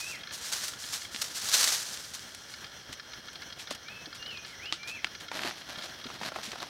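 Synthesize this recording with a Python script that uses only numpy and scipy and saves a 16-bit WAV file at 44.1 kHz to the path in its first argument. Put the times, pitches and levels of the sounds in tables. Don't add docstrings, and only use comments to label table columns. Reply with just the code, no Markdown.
import sys
import numpy as np
from scipy import signal
from scipy.fft import rfft, irfft
from scipy.io import wavfile
from scipy.ndimage import uniform_filter1d

SR = 44100
rng = np.random.default_rng(int(sys.argv[2]) if len(sys.argv) > 2 else 0)


def materialize(psi):
    bounded = np.clip(np.atleast_2d(psi).T, -1, 1)
    quanta = np.round(bounded * 32767).astype(np.int16)
    wavfile.write(sys.argv[1], SR, quanta)


N = 295029
T = np.arange(N) / SR


# f/Hz, relative level/dB
LEAF_SPECTRUM = [(40, -36), (80, -29), (150, -20), (420, -15.5), (550, -9.5), (900, -7.5), (1480, -1.5),
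                 (2400, -4.5), (4240, 2), (6000, 3), (9260, -5), (15100, -15), (16000, -24)]
# t/s, relative level/dB, duration/s
TWIG_WHIPS = [(0.0, -30, 0.015), (.518, -25.5, 0.04), (.631, -31, 0.038), (.68, -33, 0.0098),
              (.922, -29.5, 0.053), (1.215, -22, 0.011), (1.24, -29.5, 0.012), (1.530, -17, 0.044),
              (1.629, -15, 0.0066), (1.641, -17.5, 0.0084), (1.671, -21.5, 0.032), (1.72, -26, 0.042),
              (2.135, -31.5, 0.028), (2.346, -33, 0.0065)]
def undergrowth():
    leaves = grains(per_s=8000, spread_db=3.5) + 0.25 * grains(per_s=180, spread_db=-3.5)
    crackle = coloured(leaves, LEAF_SPECTRUM) * gain_of(1.2 * wander(47))
    whips = strokes(TWIG_WHIPS, rise=0.12)
    rustle = crackle * np.hypot(gain_of(4) * brushing(), gain_of(-3) * whips)
    return rustle + gain_of(-14) * forest_echoes(rustle, t60=0.095)


# t/s, duration/s, relative level/dB
BRANCH_DRAGS = [(-0.02, 0.13, -47), (0.315, 0.031, -41.5), (0.41, 0.28, -43), (0.785, 0.23, -46.5),
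                (1.11, 0.15, -46), (1.34, 0.026, -38.5), (2.49, 0.037, -55)]
def brushing(bush_s=1.601):
    before, after = np.maximum(bush_s - T, 0), np.maximum(T - bush_s, 0)
    swell = gain_of(-74 * before)
    fade, settling = gain_of(-29 - 64 * after), gain_of(-42 - 21 * after)
    branches = held(BRANCH_DRAGS, attack_s=0.014, release_s=0.047)
    return np.hypot(branches, swell * np.hypot(fade, settling))


# t/s, level/dB, duration/s
SCUFF_STROKES = [(2.925, -39, 0.017), (3.255, -53, 0.0091), (3.33, -46, 0.0099), (3.585, -41, 0.049),
                 (3.705, -35, 0.023), (3.748, -40, 0.01), (4.145, -43.5, .03), (4.452, -49, 0.091),
                 (4.872, -40, 0.047), (5.2, -46, 0.026), (5.575, -49, 0.045), (5.82, -43, 0.05),
                 (6.228, -45, 0.037), (6.425, -39, 0.084)]
# f/Hz, relative level/dB
SCUFF_SPECTRUM = [(300, -7), (1500, 4), (4000, 9.5), (7000, 2), (10500, -6), (13000, -9), (16000, -21)]
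def scuffs():
    return strokes(SCUFF_STROKES, rise=0.073) * coloured(grains(per_s=6400, spread_db=3.5), SCUFF_SPECTRUM)


# t/s, level/dB, f/Hz
EARTH_IMPACTS = [(0.896, -50, 96), (1.145, -37.5, 226), (2.89, -48, 80), (2.894, -34, 272),
                 (3.709, -24, 590), (3.709, -34.5, 270), (4.072, -34, 310), (5.444, -24.5, 370),
                 (5.776, -37.5, 186), (6.055, -29.5, 250), (6.214, -35, 217), (6.361, -18, 624),
                 (6.477, -33.5, 224)]
# frequency ratio, relative level/dB
EARTH_MODES = [(1, 0), (0.534, -16)]
def thuds(decay_cycles=13.3):
    out, t = np.zeros(N), np.arange(SR // 4) / SR
    onset = 1 - np.exp(-t / 0.004)
    for s, db, pitch in EARTH_IMPACTS:
        for ratio, mode_db in EARTH_MODES:
            hz = ratio * pitch
            rumble = unit_rms(resonate(rng.standard_normal(len(t)), hz, 0.76 * hz))
            push = np.sin(2 * np.pi * hz * t) + 0.45 * rumble
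            add(out, s, gain_of(db + mode_db - 60 * t * hz / decay_cycles) * push * onset)
    return out


# f/Hz, relative level/dB, T60/s
CLAY_MODES = [(335, -6.5, 0.077), (905, 0, 0.023), (1230, 5, 0.03), (1990, -4, 0.043)]
# t/s, level/dB, f/Hz, bandwidth/Hz, relative tail level/dB, tail T60/s, ring level/dB
HAND_SLAPS = [(4.7252, -9.5, 3580, 2400, -24, 0.15, -34), (5.0452, -10.5, 2450, 1220, -12.5, 0.022, -46)]
def pot():
    out, t = np.zeros(N), np.arange(SR // 6) / SR
    ring = sum(gain_of(db - 60 * t / t60) * np.sin(2 * np.pi * hz * t) for hz, db, t60 in CLAY_MODES)
    for s, db, hz, width, tail_db, t60, ring_db in HAND_SLAPS:
        add(out, s, knock(db, hz, width, tail_db, t60))
        add(out, s, gain_of(ring_db) * ring)
    return out


# f/Hz, relative level/dB
SOIL_SPECTRUM = [(40, -30), (80, -16), (140, -9), (300, -1), (400, -7.5), (470, -10), (640, 0.5),
                 (1000, -4.5), (1600, -3), (2300, -7), (4300, -4.5), (8000, -20), (13000, -23),
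                 (16000, -44)]
# t/s, duration/s, relative level/dB
SOIL_SURGES = [(5.325, 0.18, -43.5), (5.66, 0.19, -52.5), (6.04, 0.17, -57.5), (6.21, 0.063, -46.5),
               (6.34, 0.07, -49.5), (6.52, 0.15, -53)]
def soil(trickle_start_s=5.32):
    crumbs, lumps = grains(per_s=7000, spread_db=2.8), grains(per_s=420, spread_db=2.6)
    stream = coloured(crumbs + 1.2 * lumps, SOIL_SPECTRUM)
    surges = held(SOIL_SURGES, attack_s=0.015, release_s=0.019)
    trickle = gain_of(-57) * (T > trickle_start_s)
    return np.hypot(surges, trickle) * stream * gain_of(5 + 2.84 * wander(57))


# t/s, level/dB, f/Hz
TWIG_SNAPS = [(1.147, -19.5, 3050), (1.162, -18, 3500), (1.974, -21, 6000), (2.1942, -27, 5660),
              (2.926, -29, 3500), (3.7114, -20.5, 1000), (5.393, -17.5, 1660), (5.4353, -17, 2600)]
# t/s, level/dB, f/Hz
CLOD_BURSTS = [(5.3158, -19.5, 925), (5.468, -21.5, 1790), (5.510, -23, 1390), (6.102, -26, 945),
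               (6.2142, -23.5, 690), (6.233, -21, 1370), (6.287, -24.5, 1200), (6.32, -25.5, 630),
               (6.36, -21, 800), (6.387, -25.5, 800), (6.518, -23.5, 3050), (6.532, -24, 700),
               (6.558, -27.5, 800), (6.63, -25.5, 644), (6.638, -31, 745)]
def snaps_and_clods():
    out = np.zeros(N)
    for s, db, hz in TWIG_SNAPS:
        add(out, s, knock(db, hz, width_hz=hz, tail_db=-19.5, t60=0.043))
    for s, db, hz in CLOD_BURSTS:
        add(out, s, knock(db, hz, width_hz=1.15 * hz, tail_db=-9, t60=0.032))
    return out


# start t/s, crest t/s, end t/s, relative level/dB at opening and at crest,
# opening foot f/Hz, crest f/Hz, closing foot f/Hz, rise time/s
BIRD_NOTES = [(0.0, 0.1, 0.175, -44, -43, 2490, 2720, 1780, 0.04),
              (3.85, 3.945, 4.048, -51, -47, 1850, 2630, 2600, 0.1),
              (4.185, 4.282, 4.405, -48, -42, 2810, 3020, 2440, 0.028),
              (4.495, 4.517, 4.55, -48, -47.5, 2120, 2180, 1300, 0.02),
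              (4.592, 4.71, 4.718, -46, -44, 1250, 3060, 3000, 0.118),
              (4.78, 4.94, 5.003, -52, -42.5, 2330, 2660, 1750, 0.06)]
def bird(fall_s=0.049, closing_db=-3.5):
    song, quaver = np.zeros(N), 1 + 0.0059 * wander(120)
    for start, crest, end, open_db, crest_db, open_hz, crest_hz, close_hz, rise_s in BIRD_NOTES:
        t = np.arange(start, end, 1 / SR) - crest
        opening = [open_hz, rise_s, crest - start, open_db - crest_db]
        closing = [close_hz, fall_s, end - crest, closing_db]
        foot_hz, glide_s, span_s, edge_db = np.where(t[:, None] < 0, opening, closing).T
        pitch = (foot_hz + (crest_hz - foot_hz) * np.exp(-(t / glide_s) ** 2)) * quaver[:len(t)]
        tone = np.sin(2 * np.pi * np.cumsum(pitch) / SR) * signal.windows.tukey(len(t), .12)
        add(song, start, np.sqrt(2) * gain_of(crest_db + edge_db * (t / span_s) ** 2) * tone)
    song *= gain_of(2 * wander(41))
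    return gain_of(-2.5) * song + gain_of(-6.5) * forest_echoes(song, t60=0.35)


TICK_TIMES = [0.233, 0.2712, 0.3073, 0.4424, 0.733, 0.8378, 1.0164, 1.0482, 2.537, 2.642, 2.9954, 3.1322,
              3.2823, 3.3547, 3.4188, 3.5238, 3.6713, 3.882, 4.0564, 4.126, 4.225, 4.2598, 4.371, 4.447,
              4.655, 4.8299, 5.0663, 5.1493, 5.2817, 5.7555, 5.7857, 5.82, 6.0402, 6.066, 6.6008]
def ticking(tick_db=-39.5, faint_db=-46, faint_per_s=5, whirr_db=-55):
    t = np.arange(SR // 50) / SR
    whirr = grains(per_s=900, spread_db=2.8)
    out = gain_of(whirr_db + wander(18)) * unit_rms(tick_body(whirr))
    faint_times = rng.uniform(0, T[-1], int(faint_per_s * T[-1]))
    for times, db in (TICK_TIMES, tick_db), (faint_times, faint_db):
        for s in times:
            rasp = tick_body(rng.choice([-1, 1], len(t)) * np.exp(-t / .0042))
            onset_rms = np.sqrt(np.mean(rasp[:SR // 200] ** 2))
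            add(out, s + 0.00099, gain_of(db) * rasp / onset_rms)
    return out


# f/Hz, bandwidth/Hz, relative level/dB
TICK_RESONANCES = [(1195, 370, 0), (1402, 75, 10.5), (1741, 56, 10), (2100, 120, -12), (2155, 144, 4.5),
                   (2880, 59, 3.5), (3243, 100, 9.5), (3800, 100, 5), (3770, 180, 0), (4254, 140, 6),
                   (4865, 96, 10.5), (4930, 960, 2)]
def tick_body(drive):
    rung = sum(gain_of(db) * resonate(drive, hz, width) * (-1) ** k
               for k, (hz, width, db) in enumerate(TICK_RESONANCES))
    return signal.sosfilt(signal.butter(2, [1000, 6000], "band", fs=SR, output="sos"), rung)


# t/s, throb rate/Hz
INSECT_THROBS = [(0, 5.6), (3.4, 5.72), (3.7, 5.2), (4.6, 5.35), (6.69, 5.6)]
def insect(pitch_hz=5550, swing_hz=340, crest_s=3.47, db=-57):
    cycles = np.cumsum(np.interp(T, *np.transpose(INSECT_THROBS))) / SR
    throb = np.cos(2 * np.pi * (cycles - np.interp(crest_s, T, cycles)))
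    carrier = np.exp(2j * np.pi * np.cumsum(pitch_hz + swing_hz * throb) / SR)
    buzz = ((wander(800) + 1j * wander(800)) * carrier).real
    buzz = signal.sosfilt(signal.butter(12, 6500, fs=SR, output="sos"), buzz)
    swell = gain_of(2.6 * throb + 1.1 * wander(12))
    return gain_of(db) * unit_rms(buzz * swell)


# f/Hz, relative level/dB
DRONE_SPECTRUM = [(15, -40), (25, -13), (45, -8.5), (66, 1.5), (115, 2), (300, -2), (420, -3.5),
                  (620, -2.5), (1100, -7), (1650, 1.5), (2550, -11.5), (3250, 0.5), (3920, -12.5),
                  (4250, -1.5), (4610, -29), (5600, -4.5), (7110, -19.5), (14000, -24), (16000, -24)]
def drone(db=-50.5):
    return gain_of(db + 1.9 * wander(21)) * coloured(rng.standard_normal(N), DRONE_SPECTRUM)


def forest_echoes(x, t60):
    t = np.arange(SR // 2) / SR
    echoes = rng.standard_normal(len(t)) * (rng.random(len(t)) < .05)
    echoes *= gain_of(-60 * t / t60) * (1 - np.exp(-t / 0.0096))
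    return signal.fftconvolve(x, echoes / np.linalg.norm(echoes))[:N]


def knock(db, hz, width_hz, tail_db, t60):
    t = np.arange(SR // 8) / SR
    contact = np.exp(-(SR * t - 6) ** 2 / 5)
    blow = resonate(contact, hz, width_hz)
    grit = uniform_filter1d(rng.choice([-1., 1.], len(t)), size=3)
    tail = unit_rms(resonate(grit, hz, .75 * width_hz))
    tail *= gain_of(tail_db - 60 * t / t60) * (1 - np.exp(-t / 0.00076))
    return gain_of(db) * (blow / abs(blow).max() + tail)


def grains(per_s, spread_db):
    size = gain_of(spread_db * np.minimum(rng.exponential(1, N), 4))
    return unit_rms(size * rng.choice([-1, 1], N) * (rng.random(N) < per_s / SR))


def strokes(rows, rise):
    out = np.zeros(N)
    for s, db, length in rows:
        progress = np.arange(int(3 * length * SR)) / (length * SR)
        add(out, s, gain_of(db) * (1 - np.exp(-progress / rise)) * np.exp(-progress ** 2))
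    return out


def held(rows, attack_s, release_s):
    out = np.zeros(N)
    for s, length, db in rows:
        t = np.maximum(T - s, 0)
        out += gain_of(db) * (1 - np.exp(-t / attack_s)) * np.exp(-np.maximum(t - length, 0) / release_s)
    return out


def resonate(x, hz, width_hz):
    r = np.exp(-np.pi * width_hz / SR)
    feedback = [1, -2 * r * np.cos(2 * np.pi * hz / SR), r * r]
    return signal.lfilter(np.array([1, 0, -1]) * (1 - r * r) / 2, feedback, x)


def coloured(x, spectrum):
    hz, db = np.transpose(spectrum)
    shape_db = np.interp(np.log(np.fft.rfftfreq(N, 1 / SR) + 1), np.log(hz), db)
    return unit_rms(irfft(rfft(x) * gain_of(shape_db), N))


def wander(cutoff_hz):
    lowpass = np.exp(-(np.fft.rfftfreq(N, 1 / SR) / cutoff_hz) ** 2)
    return unit_rms(irfft(rfft(rng.standard_normal(N)) * lowpass, N))


def gain_of(db):
    return 10 ** (np.asarray(db) / 20)


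def unit_rms(x):
    return x / np.sqrt(np.mean(x ** 2) + 1e-20)


def add(mix, s, sound):
    part = mix[max(round(s * SR), 0):][:len(sound)]
    part += sound[:len(part)]


def scene():
    forest = drone() + ticking() + insect() + bird()
    man = undergrowth() + scuffs() + thuds() + snaps_and_clods() + pot() + soil()
    return (forest + man)[None]


def record(dry, cutoff_hz=15950):
    lowpass = signal.firwin(511, cutoff_hz, window=("kaiser", 9), fs=SR)
    return signal.oaconvolve(dry, lowpass[None], "same")


dry = scene()
out = record(dry)
materialize(out)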